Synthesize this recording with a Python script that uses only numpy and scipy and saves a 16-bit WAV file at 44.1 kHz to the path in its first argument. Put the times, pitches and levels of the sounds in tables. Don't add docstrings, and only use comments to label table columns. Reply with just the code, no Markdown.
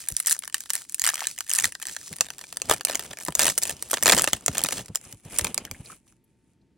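import sys
import numpy as np
from scipy import signal
from scipy.fft import rfft, irfft, next_fast_len
from scipy.io import wavfile

SR = 44100
rng = np.random.default_rng(int(sys.argv[2]) if len(sys.argv) > 2 else 0)


def log_audio(samples):
    frames = np.atleast_2d(samples).T
    limited = np.clip(frames, -1, 1)
    pcm = np.round(limited * 32767).astype(np.int16)
    wavfile.write(sys.argv[1], SR, pcm)


N = 298557
TIME = np.arange(N) / SR

CARDS_OUT_S = 5.0
POUCH_HZ, CARD_HZ, HOLLOW_HZ = 1830, 2380, 622


def from_db(db):
    return 10 ** (np.asarray(db) / 20)


def rms_one(x):
    return x / np.sqrt(np.mean(x ** 2) + 1e-20)


def unit_burst(x):
    return x / np.sqrt(np.sum(x ** 2) * 1000 / SR + 1e-20)


def at_hz(points, hz):
    points_hz, values = np.transpose(points)
    return np.interp(np.log(hz + 1), np.log(points_hz), values)


def band(x, low_hz, high_hz, order=2):
    sos = signal.butter(order, [low_hz, min(high_hz, .45 * SR)], "band", fs=SR, output="sos")
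    return signal.sosfilt(sos, x + 1e-18)


def resonance(x, hz, width_hz):
    r = np.exp(-np.pi * width_hz / SR)
    zeros = np.array([1, 0, -1]) * (1 - r * r) / 2
    poles = [1, -2 * r * np.cos(2 * np.pi * hz / SR), r * r]
    return signal.lfilter(zeros, poles, x + 1e-18)


def drift(rate_hz):
    position = TIME * rate_hz
    count = int(position[-1]) + 2
    return rms_one(np.interp(position, np.arange(count), rng.standard_normal(count)))


def coloured(spectrum):
    size = next_fast_len(N)
    gain = from_db(at_hz(spectrum, np.fft.rfftfreq(size, 1 / SR)))
    return rms_one(irfft(rfft(rng.standard_normal(size)) * gain, size)[:N])


def add(out, s, sound):
    start = max(round(s * SR), 0)
    out[..., start:start + sound.shape[-1]] += sound[..., :N - start]


def spread(mid, side, side_db):
    return mid + from_db(side_db) * side * np.array([[1], [-1]])


# time_s, open_share (0-1)
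PACK_OPENING = [(1.75, 0.19), (2.65, 1)]


def openness(s):
    return np.clip(np.interp(s, *np.transpose(PACK_OPENING)), 0, 1)


def stutter(snap, gap, sign, longest_s=.0016, second_db=-5):
    lag = round(longest_s * gap * SR)
    share = from_db(second_db) * sign
    second = np.pad(snap, ((0, 0), (lag, 0)))[:, :snap.shape[1]]
    return (snap + share * second) / np.sqrt(1 + share ** 2)


def heave(noise, opening, sheet_s=0.0032, hollow_db=-7.0):
    push = noise * np.exp(-np.arange(len(noise)) / SR / sheet_s)
    hollow = from_db(hollow_db) * opening * unit_burst(resonance(push, HOLLOW_HZ, 210))
    sheet = unit_burst(band(push, 720 - 400 * opening, 1250))
    return unit_burst(sheet + hollow)


# start_s, crack_db, film_db (film around it re crack)
BIG_SNAPS = [(0.0863, -11.5, -20), (0.1664, -8.5, -33), (0.2005, -11.5, -13), (0.2604, -15, -24),
             (0.2701, -9.5, -17), (0.2773, -14, -30), (0.3162, -13, -20), (0.3265, -6.5, -22),
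             (0.3905, -18.5, -39), (0.4473, -32, -13.5), (0.477, -24, -5), (0.5436, -11, -6),
             (0.6052, -22, -15.5), (0.7031, -11, -10), (0.734, -15, -17), (0.753, -13.5, -10.5),
             (0.8954, -26.5, -21), (0.9222, -28.5, -22), (0.9447, -13, -22), (0.996, -14, -15.5),
             (1.0176, -12.5, -12.5), (1.0397, -11.5, -5), (1.065, -9, -5.5), (1.077, -15, -13),
             (1.0894, -12.5, -0.5), (1.1417, -16.5, -16), (1.1557, -21, -6), (1.2053, -23.5, 0),
             (1.2455, -31.5, 3), (1.2698, -11.5, -12.5), (1.3874, -21, -10.5), (1.4066, -17.5, -4.5),
             (1.4952, -16, -14), (1.5023, -16, -16), (1.5356, -9.5, -21), (1.5598, -13.5, -22),
             (1.5865, -7.5, -6.5), (1.6422, -8.5, -3), (1.6542, -10.5, -8.5), (1.7224, -27, -7.5),
             (1.7514, -28.5, 2), (1.8254, -22, -7.5), (1.869, -19.5, -18), (1.9652, -21.5, -2.5),
             (2.1283, -26, -8), (2.1646, -28, -13), (2.2085, -3, -12), (2.3033, -25.5, -3),
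             (2.3825, -30, -11), (2.5259, -25.5, -7), (2.57, -17, -12), (2.6181, -15.5, -8),
             (2.697, -10, -8.5), (2.7112, -8, -2), (2.7372, -15, -13), (2.8092, -28.5, 5),
             (2.8499, -5.5, -19), (2.8974, -22, 2), (2.954, -11.5, -9), (2.9941, -20.5, -5),
             (3.1117, -36, 6), (3.2502, -19.5, -28), (3.2831, -20, -15), (3.3228, -32, -1),
             (3.3517, -8, -14.5), (3.3931, -6.5, -12.5), (3.4062, -13, -4), (3.4312, -11, -20),
             (3.4802, -12, -2), (3.4989, -17, -6), (3.5782, -8.5, -12), (3.5839, -11.5, -19.5),
             (3.6282, -19, -9), (3.634, -9, -31), (3.6753, -21, -15), (3.6956, -16.5, -9),
             (3.8243, -17, -13.5), (3.9139, -12, -23), (3.9396, -14, -2), (3.9713, -26, 5.5),
             (4.026, -10, -7), (4.034, -7.5, -19), (4.0577, -5.5, -6), (4.0687, -11, 0.5),
             (4.1216, -7, -4.5), (4.1344, -13, -0.5), (4.1945, -16, 0), (4.22, -9, -30),
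             (4.2417, -10, -4.5), (4.275, -15.5, 2.5), (4.332, -7.5, -5), (4.4617, -8, -20),
             (4.481, -11, -4.5), (4.5812, -10, -12), (4.6375, -7.5, -28), (4.647, -17.5, -0.5),
             (4.6872, -17, -4), (4.9496, -24, -9.5), (4.9565, -11, -17.5), (4.9716, -30, -12),
             (5.126, -30, -12), (5.386, -6.5, -16.5), (5.393, -14, -6), (5.411, -22, -7), (5.445, -15, -14),
             (5.544, -15.5, -16), (5.5782, -12.5, -7.5), (5.6513, -27.5, -5), (5.7124, -24, -5.5)]
CRACK_HZ, CRACK_OCTAVES_PER_DB, CRACK_SCATTER_OCTAVES = 7500, -.008, .2
SHEET_DB, SHEET_OPEN_DB = -18.5, 13


def snaps(rows, crack_s=0.00047, rise_s=0.00016, facet_s=0.0015, flutter_s=0.0039, flutter_db=-23,
          width_hz=2800, splinter_db=-12, splinter_s=0.00023, pouch_width_hz=340, side_db=-13,
          facet_side_db=-12):
    out, t = np.zeros((2, N)), np.arange(1536) / SR
    onset = 1 - np.exp(-t / rise_s)
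    flutter = from_db(flutter_db) * np.exp(-t / flutter_s)
    for s, crack_db, film_db in rows:
        noise = rng.standard_normal((6, len(t)))
        facet_size = rng.uniform(-0.76, 1)
        length = 2 ** rng.uniform(-1.1, 0.73)
        scatter = CRACK_SCATTER_OCTAVES * rng.uniform(-1, 1)
        gap, sign = rng.uniform(.15, 1), rng.choice([-1, 1])
        if crack_db < -50 or s > TIME[-1]:
            continue
        opening = openness(s)
        crack_hz = CRACK_HZ * 2 ** (CRACK_OCTAVES_PER_DB * film_db + scatter)

        kick = noise[:2] * (np.exp(-t / (crack_s * length)) + flutter) * onset
        top, side = (unit_burst(band(resonance(k, crack_hz, width_hz), 2200, 20000)) for k in kick)
        splinter = unit_burst(band(noise[2] * onset * np.exp(-t / splinter_s), 16000, 17000))
        top = spread(unit_burst(top + from_db(splinter_db) * splinter), side, side_db)

        flex, flex_side = noise[3:5] * (np.exp(-t / (facet_s * length)) + flutter) * onset
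        ring_hz = POUCH_HZ if s < CARDS_OUT_S else CARD_HZ
        ring = unit_burst(resonance(flex, ring_hz, pouch_width_hz)) * (1 - 0.32 * opening)
        facet = unit_burst(resonance(flex, 2700 * 2 ** (facet_size / 2), 300)) * (0.35 + 0.37 * opening)
        middle = unit_burst(ring + facet + 0.5 * unit_burst(band(flex, 1400, 6100)))
        middle = spread(middle, unit_burst(band(flex_side, 2400, 4500)), facet_side_db)

        sheet = from_db(film_db + SHEET_DB + SHEET_OPEN_DB * opening) * heave(noise[5], opening)
        crease = stutter(top + from_db(film_db) * middle, gap, sign)
        add(out, s, from_db(crack_db) * (crease + sheet))
    return out


# start_s, end_s, effort_db, film_db (film around each crease re crack)
FILM_CRUMPLES = [(0.097, 0.12, -45, -21), (0.164, 0.223, -50, -22), (0.271, 0.325, -32.5, -17.5),
                 (0.693, 0.772, -46, -7.5), (1.045, 1.095, -34.5, -6), (1.136, 1.245, -48, -1.5),
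                 (1.51, 1.656, -36, -11.5), (1.817, 1.91, -50, -5), (2.692, 2.731, -37, -4),
                 (2.868, 2.957, -43, -5), (3.0, 3.06, -52, -1), (3.197, 3.275, -50.5, -9.5),
                 (3.385, 3.493, -33.5, -7.5), (3.615, 3.71, -43, -6.5), (3.901, 3.952, -37, -7.5),
                 (4.055, 4.195, -29, -3.5), (4.234, 4.287, -44, -3.5), (4.541, 4.619, -45, -4),
                 (4.645, 4.735, -40, -5.5), (4.765, 4.794, -48.5, -1.5), (5.445, 5.475, -40, -4)]
RUN_PER_S, RUN_DB, RUN_SCATTER_DB, RUN_FILM_SCATTER_DB = 95, 17.5, 3.5, 3.5
RUN_FADE_DB_PER_S = 700.5


def runs(count=22):
    rows = []
    for start_s, end_s, effort_db, film_db in FILM_CRUMPLES:
        gaps = rng.gamma(3, 1 / 3, count)
        strength, film = np.clip(rng.standard_normal((2, count)), -2, 1.5)
        times = start_s + (np.cumsum(gaps) - gaps[0] / 2) / RUN_PER_S
        fade_db = RUN_FADE_DB_PER_S * np.maximum(times - end_s, 0)
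        crack_db = effort_db + RUN_DB + RUN_SCATTER_DB * strength - fade_db
        rows += zip(times, crack_db, film_db + RUN_FILM_SCATTER_DB * film)
    return rows


STRAY_PER_S, STRAY_DB, STRAY_FILM_DB, STRAY_SCATTER_DB = 20, -35.5, -6, 4


def strays(count=150):
    times = np.cumsum(rng.exponential(1, count)) / STRAY_PER_S
    strength_db, film_db = STRAY_SCATTER_DB * np.clip(rng.standard_normal((2, count)), -2, 2)
    fade_db = RUN_FADE_DB_PER_S * np.maximum(times - CARDS_OUT_S, 0)
    return list(zip(times, STRAY_DB + strength_db - fade_db, STRAY_FILM_DB + film_db))


# start_s, level_db (re unit burst)
WALL_POPS = [(1.136, -28), (1.2182, -23), (2.2086, -20), (2.697, -15), (2.712, -7), (2.735, -21),
             (2.897, -22), (3.284, -16.5), (3.9318, -14), (4.0577, -13.5), (4.1755, -15), (4.275, -16),
             (4.481, -19)]


def pops():
    out = np.zeros(N)
    for (s, db), noise in zip(WALL_POPS, rng.standard_normal((len(WALL_POPS), SR // 20))):
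        add(out, s, from_db(db) * heave(noise, openness(s)))
    return out


def crackle(level_db, per_s=115, size_db=4.0, burst_s=0.00056, pitch_hz=7600, width_hz=2600,
            facet_db=-10, gain_db=-7.5, count=2000):
    out, t = np.zeros((2, N)), np.arange(256) / SR
    rate = np.minimum(per_s * from_db(.5 * (level_db + 40)), 2000)
    noises = rng.standard_normal((count, 3, len(t)))
    traits = np.clip(rng.standard_normal((count, 4)), -2, 2)
    for at in np.flatnonzero(rng.random(N) < rate / SR):
        noise, (size, pitch, body, facet) = noises[at % count], traits[at % count]
        tick_hz = pitch_hz * 2 ** (.27 * pitch)
        kick = noise[:2] * np.exp(-t / burst_s)
        tick, side = (unit_burst(resonance(k, tick_hz, width_hz)) for k in kick)
        flex = noise[2] * np.exp(-t / burst_s / 2)
        flex = unit_burst(resonance(flex, POUCH_HZ * 2 ** (facet / 2), 500))
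        wrinkle = spread(tick, side, side_db=-17) + from_db(facet_db + 4.2 * body) * flex
        gain = from_db(level_db[at] + gain_db + size_db * size)
        add(out, at / SR, wrinkle * gain / np.sqrt(rate[at] / 1000))
    return out


ATTACK_DB_PER_S, SWELL_DB, RELEASE_DB_PER_S = 519, 3.5, 293.5


def move(start_s, end_s):
    progress = np.clip((TIME - start_s) / max(end_s - start_s, .001), 0, 1)
    attack_db = ATTACK_DB_PER_S * np.maximum(start_s - TIME, 0)
    release_db = RELEASE_DB_PER_S * np.maximum(TIME - end_s, 0)
    return from_db(np.maximum(SWELL_DB * (progress - 1) - attack_db - release_db, -200))


# start_s, end_s, hiss_db, drag_db (re hiss)
FINGER_SLIDES = [(0.0, 0.01, -36, -27), (0.55, 0.63, -46, -24), (0.747, 0.805, -40.5, -32),
                 (0.904, 0.99, -48, -28), (1.278, 1.32, -36, -28), (1.597, 1.662, -39, -8),
                 (1.67, 1.7, -50, -22), (1.875, 1.93, -41.5, -12), (1.988, 2.125, -40.5, -19),
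                 (2.203, 2.245, -46, -4), (2.29, 2.56, -48, -9.5), (2.646, 2.73, -44, 3),
                 (2.987, 3.11, -46.5, -2.5), (3.467, 3.495, -29, -21), (3.64, 3.72, -40, -2),
                 (3.845, 3.9, -45, -22), (4.113, 4.182, -34.5, 1.5), (4.33, 4.37, -42.5, -2),
                 (4.487, 4.6, -41, -2), (4.735, 4.795, -35, -4.5), (5.028, 5.12, -48, -6),
                 (5.254, 5.31, -47, -2), (5.329, 5.39, -35.5, -8), (5.41, 5.48, -43, 5),
                 (5.582, 5.66, -53, 7.5), (5.716, 5.81, -53, -2), (5.856, 5.92, -45.5, -4.5),
                 (6.08, 6.11, -60.5, -8), (6.27, 6.32, -75, 0), (6.4, 6.518, -75, 0.5)]
# time_s, level_db
HELD_HISS = [(0.0, -53), (1.24, -43), (2.53, -51.5), (4.2, -39.5), (5.13, -56), (5.71, -58), (6.05, -79.5),
             (6.77, -82)]
HOLD_DB, CRUMPLE_HISS_DB = -9, -3
DRAG_DB, DRAG_OPEN_DB = -28, 24.5
CRUMPLE_CRACKLE_DB, SLIDE_CRACKLE_DB = 4, -2.5


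def hands():
    hold = from_db(np.interp(TIME, *np.transpose(HELD_HISS)) + HOLD_DB)
    effort = sum(from_db(db) * move(start_s, end_s) for start_s, end_s, db, _ in FILM_CRUMPLES)
    hiss = hold ** 2 + (from_db(CRUMPLE_HISS_DB) * effort) ** 2
    drag = hiss * from_db(DRAG_DB + DRAG_OPEN_DB * openness(TIME)) ** 2
    strain = hold ** 2 + (from_db(CRUMPLE_CRACKLE_DB) * effort) ** 2
    for start_s, end_s, hiss_db, drag_db in FINGER_SLIDES:
        power = (from_db(hiss_db) * move(start_s, end_s)) ** 2
        hiss = hiss + power
        drag = drag + power * from_db(drag_db) ** 2
        strain = strain + power * from_db(SLIDE_CRACKLE_DB) ** 2
    return 10 * np.log10([hiss, drag, strain])


# freq_hz, density_db_per_hz (relative)
FILM_SPECTRUM = [(1000, -18.5), (2400, -12), (4200, -5.5), (6200, -1.5), (8300, 1), (10500, -2),
                 (12300, -17.5), (15500, -10.5)]
# freq_hz, density_db_per_hz (relative)
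CARD_SPECTRUM = [(1000, -17), (1700, -17), (2400, -8), (3200, -13.5), (4700, -11), (6000, -4), (8500, 1),
                 (10500, 3), (12300, -17), (15500, -18)]
# freq_hz, density_db_per_hz (relative)
SKIN_SPECTRUM = [(60, 2.5), (200, 5), (800, -6), (1800, -15), (3000, -8.5), (6000, -33.5)]


def friction(slide_db, rub_db, grain_db=3.0, slide_gain_db=-5.0, rub_gain_db=-1.0, card_db=-9,
             card_width_hz=380, waver_db=2.0):
    ring = from_db(card_db) * rms_one(resonance(rng.standard_normal(N), CARD_HZ, card_width_hz))
    film = spread(coloured(FILM_SPECTRUM), coloured(FILM_SPECTRUM), side_db=-13.5)
    card = spread(coloured(CARD_SPECTRUM) + ring, coloured(CARD_SPECTRUM), side_db=-1.5)
    bare = np.clip((TIME - CARDS_OUT_S) * 10 + 1, 0, 1)
    surface = np.sqrt(1 - bare) * film + np.sqrt(bare) * card
    hiss_db = slide_db + slide_gain_db + grain_db * drift(700) + waver_db * drift(45)
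    drag_db = rub_db + rub_gain_db + 3.4 * drift(60)
    drag = spread(coloured(SKIN_SPECTRUM), coloured(SKIN_SPECTRUM), side_db=-19) * from_db(drag_db)
    grip = np.clip((slide_db + 87.5) / 20, .1, 1)
    return surface * from_db(hiss_db) + grip * drag


# peak_s, level_db (before gain), pitch_hz (at the peak)
PACK_BUMPS = [(0.125, -32, 62), (1.03, -48, 76.2), (1.655, -39, 126), (2.118, -34, 175), (2.717, -41, 170),
              (3.291, -30, 178.5), (3.413, -37, 143), (3.729, -37, 158.4), (4.143, -25.5, 178),
              (4.339, -30.5, 186.5), (4.494, -24, 112.7), (4.648, -30.5, 183), (4.81, -34.5, 139),
              (4.9, -30, 112.3), (5.141, -40, 112), (5.261, -37.5, 118), (5.424, -32.5, 81.4),
              (5.717, -32, 99), (5.805, -34, 109.3), (6.63, -59, 190)]


def bumps(swell_s=0.008, decay_s=0.012, sag_s=0.0698, gain_db=-6.0, thud_db=1.0):
    out, t = np.zeros(N), np.arange(-SR // 20, SR // 10) / SR
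    press = np.exp(np.where(t < 0, -(t / swell_s) ** 2, -t / decay_s))
    for (s, db, hz), noise in zip(PACK_BUMPS, rng.standard_normal((len(PACK_BUMPS), len(t)))):
        sag = sag_s * 2 ** rng.uniform(-0.63, 1)
        pitch_hz = hz * np.exp(-np.maximum(t, -swell_s) / sag)
        swing = np.sqrt(2) * np.sin(2 * np.pi * np.cumsum(pitch_hz) / SR)
        thud = from_db(thud_db) * rms_one(band(noise, hz * .3, hz * 1.8))
        add(out, s + t[0], from_db(db + gain_db) * (swing + thud) * press)
    return out


# start_s, level_db (before gain), pitch_hz
CARD_SCUFFS = [(0.098, -46, 460), (5.672, -50, 1617), (5.745, -50, 1920), (5.857, -50, 4470),
               (5.898, -47, 1252), (5.921, -47.5, 1260), (6.08, -68.5, 6060), (6.239, -68, 11660),
               (6.613, -79.5, 4360)]


def scuffs(stroke_s=.0035, relative_width=.28, gain_db=2.5):
    out, t = np.zeros(N), np.arange(SR // 10) / SR
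    stroke = t / stroke_s * np.exp(1 - t / stroke_s)
    for (s, db, hz), noise in zip(CARD_SCUFFS, rng.standard_normal((len(CARD_SCUFFS), len(t)))):
        width_hz = hz * relative_width
        chirp = resonance(resonance(noise, hz, width_hz), hz, width_hz * 2)
        add(out, s, from_db(db + gain_db) * stroke * rms_one(chirp))
    return out


# freq_hz, left_lead_rad
PORT_PHASE = [(3300, 0), (4300, .6), (5400, -.9), (6700, -1.3), (15000, -1.6)]


def ports(x):
    size = next_fast_len(N)
    lead_rad = at_hz(PORT_PHASE, np.fft.rfftfreq(size, 1 / SR))
    turn = lead_rad * np.array([[.5], [-.5]])
    return irfft(rfft(x, size) * np.exp(1j * turn), size)[:, :N]


def nearby(x, echo_db=-17, count=5):
    out, dull = np.zeros((2, N)), band(x, 700, 6500, order=1)
    for side in (0, 1):
        for delay_s in rng.uniform(.001, 0.01, count):
            add(out[side], delay_s, dull[side] * from_db(echo_db) / np.sqrt(count))
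    return out


ROOM_T60_S, ROOM_DB = 0.11, -23


def room(x, build_s=0.0045, unlike_above_hz=2200):
    t = np.arange(SR // 2) / SR
    mid, side = rng.standard_normal((2, len(t)))
    tail = spread(mid, band(side, unlike_above_hz, 19000, order=1), 0)
    tail = band(tail, 120, 14000, order=1)
    tail = tail * from_db(-60 * t / ROOM_T60_S) * (1 - np.exp(-t / build_s))
    tail /= np.sqrt(np.sum(tail ** 2, axis=1, keepdims=True))
    return from_db(ROOM_DB) * signal.fftconvolve(x, tail, axes=1)[:, :N]


# freq_hz, density_db_per_hz (relative)
AIR_SPECTRUM = [(30, -2), (165, -1.5), (320, -4.5), (480, -17), (1100, -31), (1950, -26.5), (3000, -31),
                (8000, -38), (15000, -52)]
ROOM_AIR_DB, FAN_HZ, FAN_DB = -65.5, 900, -87


def background():
    air = spread(coloured(AIR_SPECTRUM), coloured(AIR_SPECTRUM), side_db=-12.5)
    whine = np.sqrt(2) * np.sin(2 * np.pi * FAN_HZ * TIME + .4 * drift(8))
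    return from_db(ROOM_AIR_DB) * air + from_db(FAN_DB) * whine


def scene():
    slide_db, rub_db, crackle_db = hands()
    film = snaps(BIG_SNAPS + runs() + strays()) + pops() + crackle(crackle_db)
    pack = ports(film + friction(slide_db, rub_db) + bumps() + scuffs())
    return pack + nearby(pack) + room(pack) + background()


def record(dry, top=0.91, low_cut_hz=42, cutoff_hz=16000):
    high_pass = signal.butter(3, low_cut_hz, "high", fs=SR, output="sos")
    low_pass = signal.cheby1(12, .2, cutoff_hz, fs=SR, output="sos")
    thin = signal.sosfilt(high_pass, dry)
    rounded = top * np.tanh(thin / top)
    return signal.sosfilt(low_pass, rounded)


dry = scene()
out = record(dry)
log_audio(out)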